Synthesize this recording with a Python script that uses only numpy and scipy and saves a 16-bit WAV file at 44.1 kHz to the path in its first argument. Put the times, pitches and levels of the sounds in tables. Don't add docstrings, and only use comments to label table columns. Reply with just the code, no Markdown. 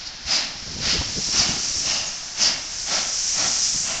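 import sys
import numpy as np
from scipy import signal
from scipy.fft import rfft, irfft
from scipy.io import wavfile
from scipy.ndimage import uniform_filter1d

SR = 44100
rng = np.random.default_rng(int(sys.argv[2]) if len(sys.argv) > 2 else 0)


def dump_mix(stems):
    frames = np.atleast_2d(stems).T
    limited = np.clip(frames, -1, 1)
    pcm = np.round(limited * 32767).astype(np.int16)
    wavfile.write(sys.argv[1], SR, pcm)


N = 176400
T = np.arange(N) / SR
HZ = np.fft.rfftfreq(N, 1 / SR)

# (start [s], level [dB], treble tilt [dB/octave], fade time [s], blast pipe ring [dB])
CHUFFS = [(.245, -23, 1.8, 0.074, 0), (0.788, -23, 2.3, 0.087, 0), (1.296, -24.5, 0.6, 0.11, 2),
          (1.814, -27, 0.5, 0.1, 8), (2.351, -24, 0.75, 0.06, 4.5), (2.85, -24.5, 0.44, 0.053, -3),
          (3.331, -27.5, -1.5, 0.041, -1), (3.818, -30.5, -1.2, 0.1, 7)]
# (frequency [Hz], relative level [dB])
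BLAST_TONE = [(40, -29), (110, -5.5), (200, -0.5), (310, -4.5), (440, -9), (620, -2.5), (1050, -4),
              (1800, -2), (2800, -0.5), (3700, -2), (4400, 2), (5000, 2), (7000, -7), (9000, -12.5)]
# (frequency [Hz], width [Hz], gain [dB])
CHUFF_PEAKS = [(654, 120, 3.5), (790, 200, 3), (1350, 69, 5.5), (1860, 69, 3), (2520, 98, -1.5)]
# (peak time [s], level [dB], rise [s], fall [s], centre frequency [Hz])
SPURTS = [(.068, -33, 0.006, 0.013, 5040), (.34, -24, 0.028, .034, 5500), (.905, -24.5, 0.039, 0.039, 5130),
          (1.399, -19, 0.026, 0.028, 5450), (1.95, -26, 0.072, 0.053, 5650),
          (2.432, -17, 0.023, 0.042, 5560), (2.738, -32, .005, 0.014, 5630), (2.80, -34, .008, 0.018, 5730),
          (2.95, -24, 0.014, .025, 5530), (3.634, -25.5, .008, 0.016, 5740)]
# (distance from its centre frequency [Hz], relative level [dB])
SPURT_TONE = [(-3000, -28.5), (-1400, -18.5), (-700, -2), (0, -3), (544, -4), (1006.5, -12.5),
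              (1600, -13.5), (2503.5, -21.5), (3601.5, -23)]
# (peak time [s], level [dB], rise and fall [s], frequency [Hz])
WHISTLES = [(.342, -24, .028, 4970), (.92, -25.5, .026, 5050), (2.485, -31, 0.044, 5160)]
# (time [s], level [dB])
LEAK_LEVEL = [(0, -36.5), (.2, -41), (.55, -37.5), (.78, -33), (1.05, -30.5), (1.3, -24), (1.55, -26),
              (1.8, -24.5), (2.0, -30), (2.15, -32), (2.33, -35), (2.62, -33), (2.87, -28), (3.1, -26.5),
              (3.35, -22.5), (3.65, -22), (3.82, -24), (4, -31)]
# (time [s], treble tilt [dB/kHz])
LEAK_TILT = [(0, -4.5), (.6, -2.5), (1.2, -.2), (1.8, 0.75), (2.3, 0.1), (3.1, 1.15), (3.6, 1.1),
             (3.95, 3.5)]
# (frequency [Hz], relative level [dB])
LEAK_TONE = [(300, -38.5), (900, -26.5), (1900, -18.5), (2800, -15.5), (3600, -15.5), (4300, -8),
             (5000, -2.5), (5600, 0.5), (6300, -4), (6900, -8), (7500, -6.5), (9000, -16)]
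# (frequency [Hz], relative level [dB])
RUMBLE_TONE = [(20, 6), (45, 5.5), (100, -3.5), (180, -3), (300, -8), (450, -11.5), (700, -4.5), (1100, -7),
               (1700, -4), (2800, -7), (4400, -3.5), (8000, -19.5)]
# (time [s], frequency [Hz], level [dB], half length [s])
SQUEAK = (2.08, 6620, -30, .01)
# (time [s], level [dB])
WIND_LEVEL = [(0, -59.5), (.6, -49), (.7, -39), (.82, -34.5), (.98, -33.5), (1.1, -42.5), (1.3, -42.5),
              (1.48, -35.5), (1.62, -47), (1.82, -40), (2.2, -60.5), (3.3, -57), (4, -48.5)]
# (time [s], level [dB], half length [s], upper edge [Hz])
BUFFETS = [(.26, -37.5, 0.011, 100), (0.96, -26, 0.0088, 340), (1.001, -26.5, .013, 100),
           (1.018, -26, 0.0041, 810), (1.183, -27.5, 0.014, 363), (1.399, -24, 0.0085, 138),
           (1.502, -31, 0.013, 286), (3.427, -40, 0.03, 151), (3.752, -34, 0.013, 210)]
# (frequency [Hz], time to fade by 60 dB [s])
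ECHO_FADE = [(100, 0.65), (700, 0.66), (3000, 0.61), (8000, 0.4)]
# (frequency [Hz], gain [dB])
MIC_TONE = [(20, 0), (7000, 1), (7550, -4.5), (7780, -11.5), (8020, -19), (8350, -13.5), (8700, -19.5),
            (9100, -31.5)]


def chuffs():
    open_s, hold_s = .1, .032
    tone_db = spectrum(BLAST_TONE) + sum(db * hump(hz, width) for hz, width, db in CHUFF_PEAKS)
    octaves = np.log2(np.clip(HZ, 500, 4000) / 1000)
    pipe_ring = hump(hz=2820, width_hz=330)
    grid_hz = np.arange(100) * 110.9
    out = np.zeros(N)
    for start, db, tilt, fade_s, ring_db in CHUFFS:
        age = T - start
        opening = np.sin(np.pi / 2 * np.clip(age / open_s, 0, 1)) ** 1.28
        fading = np.exp(-np.maximum(age - open_s - hold_s, 0) / fade_s)
        bumps_db = 1.3 * np.interp(HZ, grid_hz, rng.standard_normal(len(grid_hz)))
        blast = noise(amp(tone_db + tilt * octaves + ring_db * pipe_ring + bumps_db))
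        out += amp(db) * opening * fading * blast
    return out * flutter(rate_hz=67, depth_db=.52)


def spurts():
    out = np.zeros(N)
    for peak, db, rise, fall, hz in SPURTS:
        jet = noise(amp(curve(SPURT_TONE, HZ - hz)))
        out += amp(db) * swell(peak, rise, fall) * glide(jet, pitch_drop(peak))
    for peak, db, length, hz in WHISTLES:
        whistle = noise(hump(hz, width_hz=260))
        out += amp(db) * swell(peak, length, length) * glide(whistle, .43 * pitch_drop(peak))
    return out * flutter(rate_hz=140, depth_db=.76)


def pitch_drop(peak, swing_hz=299.7, slide_s=.06):
    return -swing_hz * np.tanh((T - peak) / slide_s)


def leak():
    pitch_rise_per_s, patch_db = .014, 1
    hz, t, slices = signal.stft(rng.standard_normal(N), SR, nperseg=512, noverlap=384)
    tone = amp(spectrum(LEAK_TONE, hz[:, None] * (1 - pitch_rise_per_s * (t - t.mean()))))
    khz_from_centre = (np.clip(hz, 4170, 9100) - 5520)[:, None] / 1000
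    patches = uniform_filter1d(rng.standard_normal(slices.shape), size=9, axis=0)
    patches = unit(uniform_filter1d(patches, size=5, axis=1))
    slices = slices * unit(tone) * amp(khz_from_centre * curve(LEAK_TILT, t) + patch_db * patches)
    hiss = signal.istft(slices, nperseg=512, noverlap=384)[1][:N]
    return hiss * amp(curve(LEAK_LEVEL)) * flutter(rate_hz=220, depth_db=.5)


def rumble(start_db=-41.5, db_per_s=.5):
    roar = noise(amp(spectrum(RUMBLE_TONE)))
    return roar * amp(start_db + db_per_s * T) * flutter(rate_hz=37, depth_db=.5)


def wheel_squeak(time, hz, db, half_s):
    wobbling_hz = hz * flutter(rate_hz=56, depth_db=-.2)
    phase = 2 * np.pi * np.cumsum(wobbling_hz) / SR
    return amp(db) * pulse(time, half_s) * unit(np.sin(phase))


def wind():
    gust = swirls(edge_hz=192, slope=1.6) * amp(curve(WIND_LEVEL)) * flutter(rate_hz=32, depth_db=3.5)
    thumps = sum(amp(db) * pulse(time, half_s) * swirls(hz, slope=3.7)
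                 for time, db, half_s, hz in BUFFETS)
    return gust + thumps


def swirls(edge_hz, slope, low_hz=28):
    return noise(HZ / np.hypot(HZ, low_hz) / np.sqrt(1 + (HZ / edge_hz) ** (2 * slope)))


def yard_echo(x, echo_db, delay_s, echoes_per_s=2000):
    echoes = rng.standard_normal(SR) * (rng.random(SR) < echoes_per_s / SR) * (T[:SR] > delay_s)
    hz, t, slices = signal.stft(echoes, SR, nperseg=256)
    fading = amp(-60 * t / spectrum(ECHO_FADE, hz)[:, None])
    tail = signal.istft(slices * fading, nperseg=256)[1]
    return x + amp(echo_db) * signal.fftconvolve(x, tail / np.linalg.norm(tail))[:N]


def amp(db):
    return 10 ** (np.asarray(db) / 20)


def unit(x):
    return x / np.sqrt(np.mean(x ** 2) + 1e-20)


def curve(points, at=T):
    return np.interp(at, *np.transpose(points))


def spectrum(points, hz=HZ):
    point_hz, value = np.transpose(points)
    return np.interp(np.log(hz + 1), np.log(point_hz + 1), value)


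def hump(hz, width_hz):
    return 1 / (1 + (2 * (HZ - hz) / width_hz) ** 2)


def noise(gain):
    return unit(irfft(gain * (rng.standard_normal(len(HZ)) + 1j * rng.standard_normal(len(HZ))), N))


def flutter(rate_hz, depth_db):
    return amp(depth_db * noise(1 / (1 + (HZ / rate_hz) ** 2)))


def swell(peak, rise, fall):
    distance = (T - peak) / np.where(T < peak, rise, fall)
    return 1 / np.cosh(np.clip(distance, -30, 30))


def pulse(time, half_s):
    return np.exp(-((T - time) / half_s) ** 2 / 2)


def glide(x, shift_hz):
    return (signal.hilbert(x) * np.exp(2j * np.pi * np.cumsum(shift_hz) / SR)).real


def scene():
    engine = yard_echo(chuffs(), echo_db=-10.5, delay_s=.04)
    engine += yard_echo(spurts() + wheel_squeak(*SQUEAK), echo_db=-15.5, delay_s=.03)
    return (engine + leak() + rumble() + wind())[None]


def record(dry):
    coloured = irfft(rfft(dry) * amp(spectrum(MIC_TONE)), N)
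    treble_cut = signal.firwin(511, cutoff=9100, window=("kaiser", 9), fs=SR)
    return signal.oaconvolve(coloured, treble_cut[None], "same")


dry = scene()
out = record(dry)
dump_mix(out)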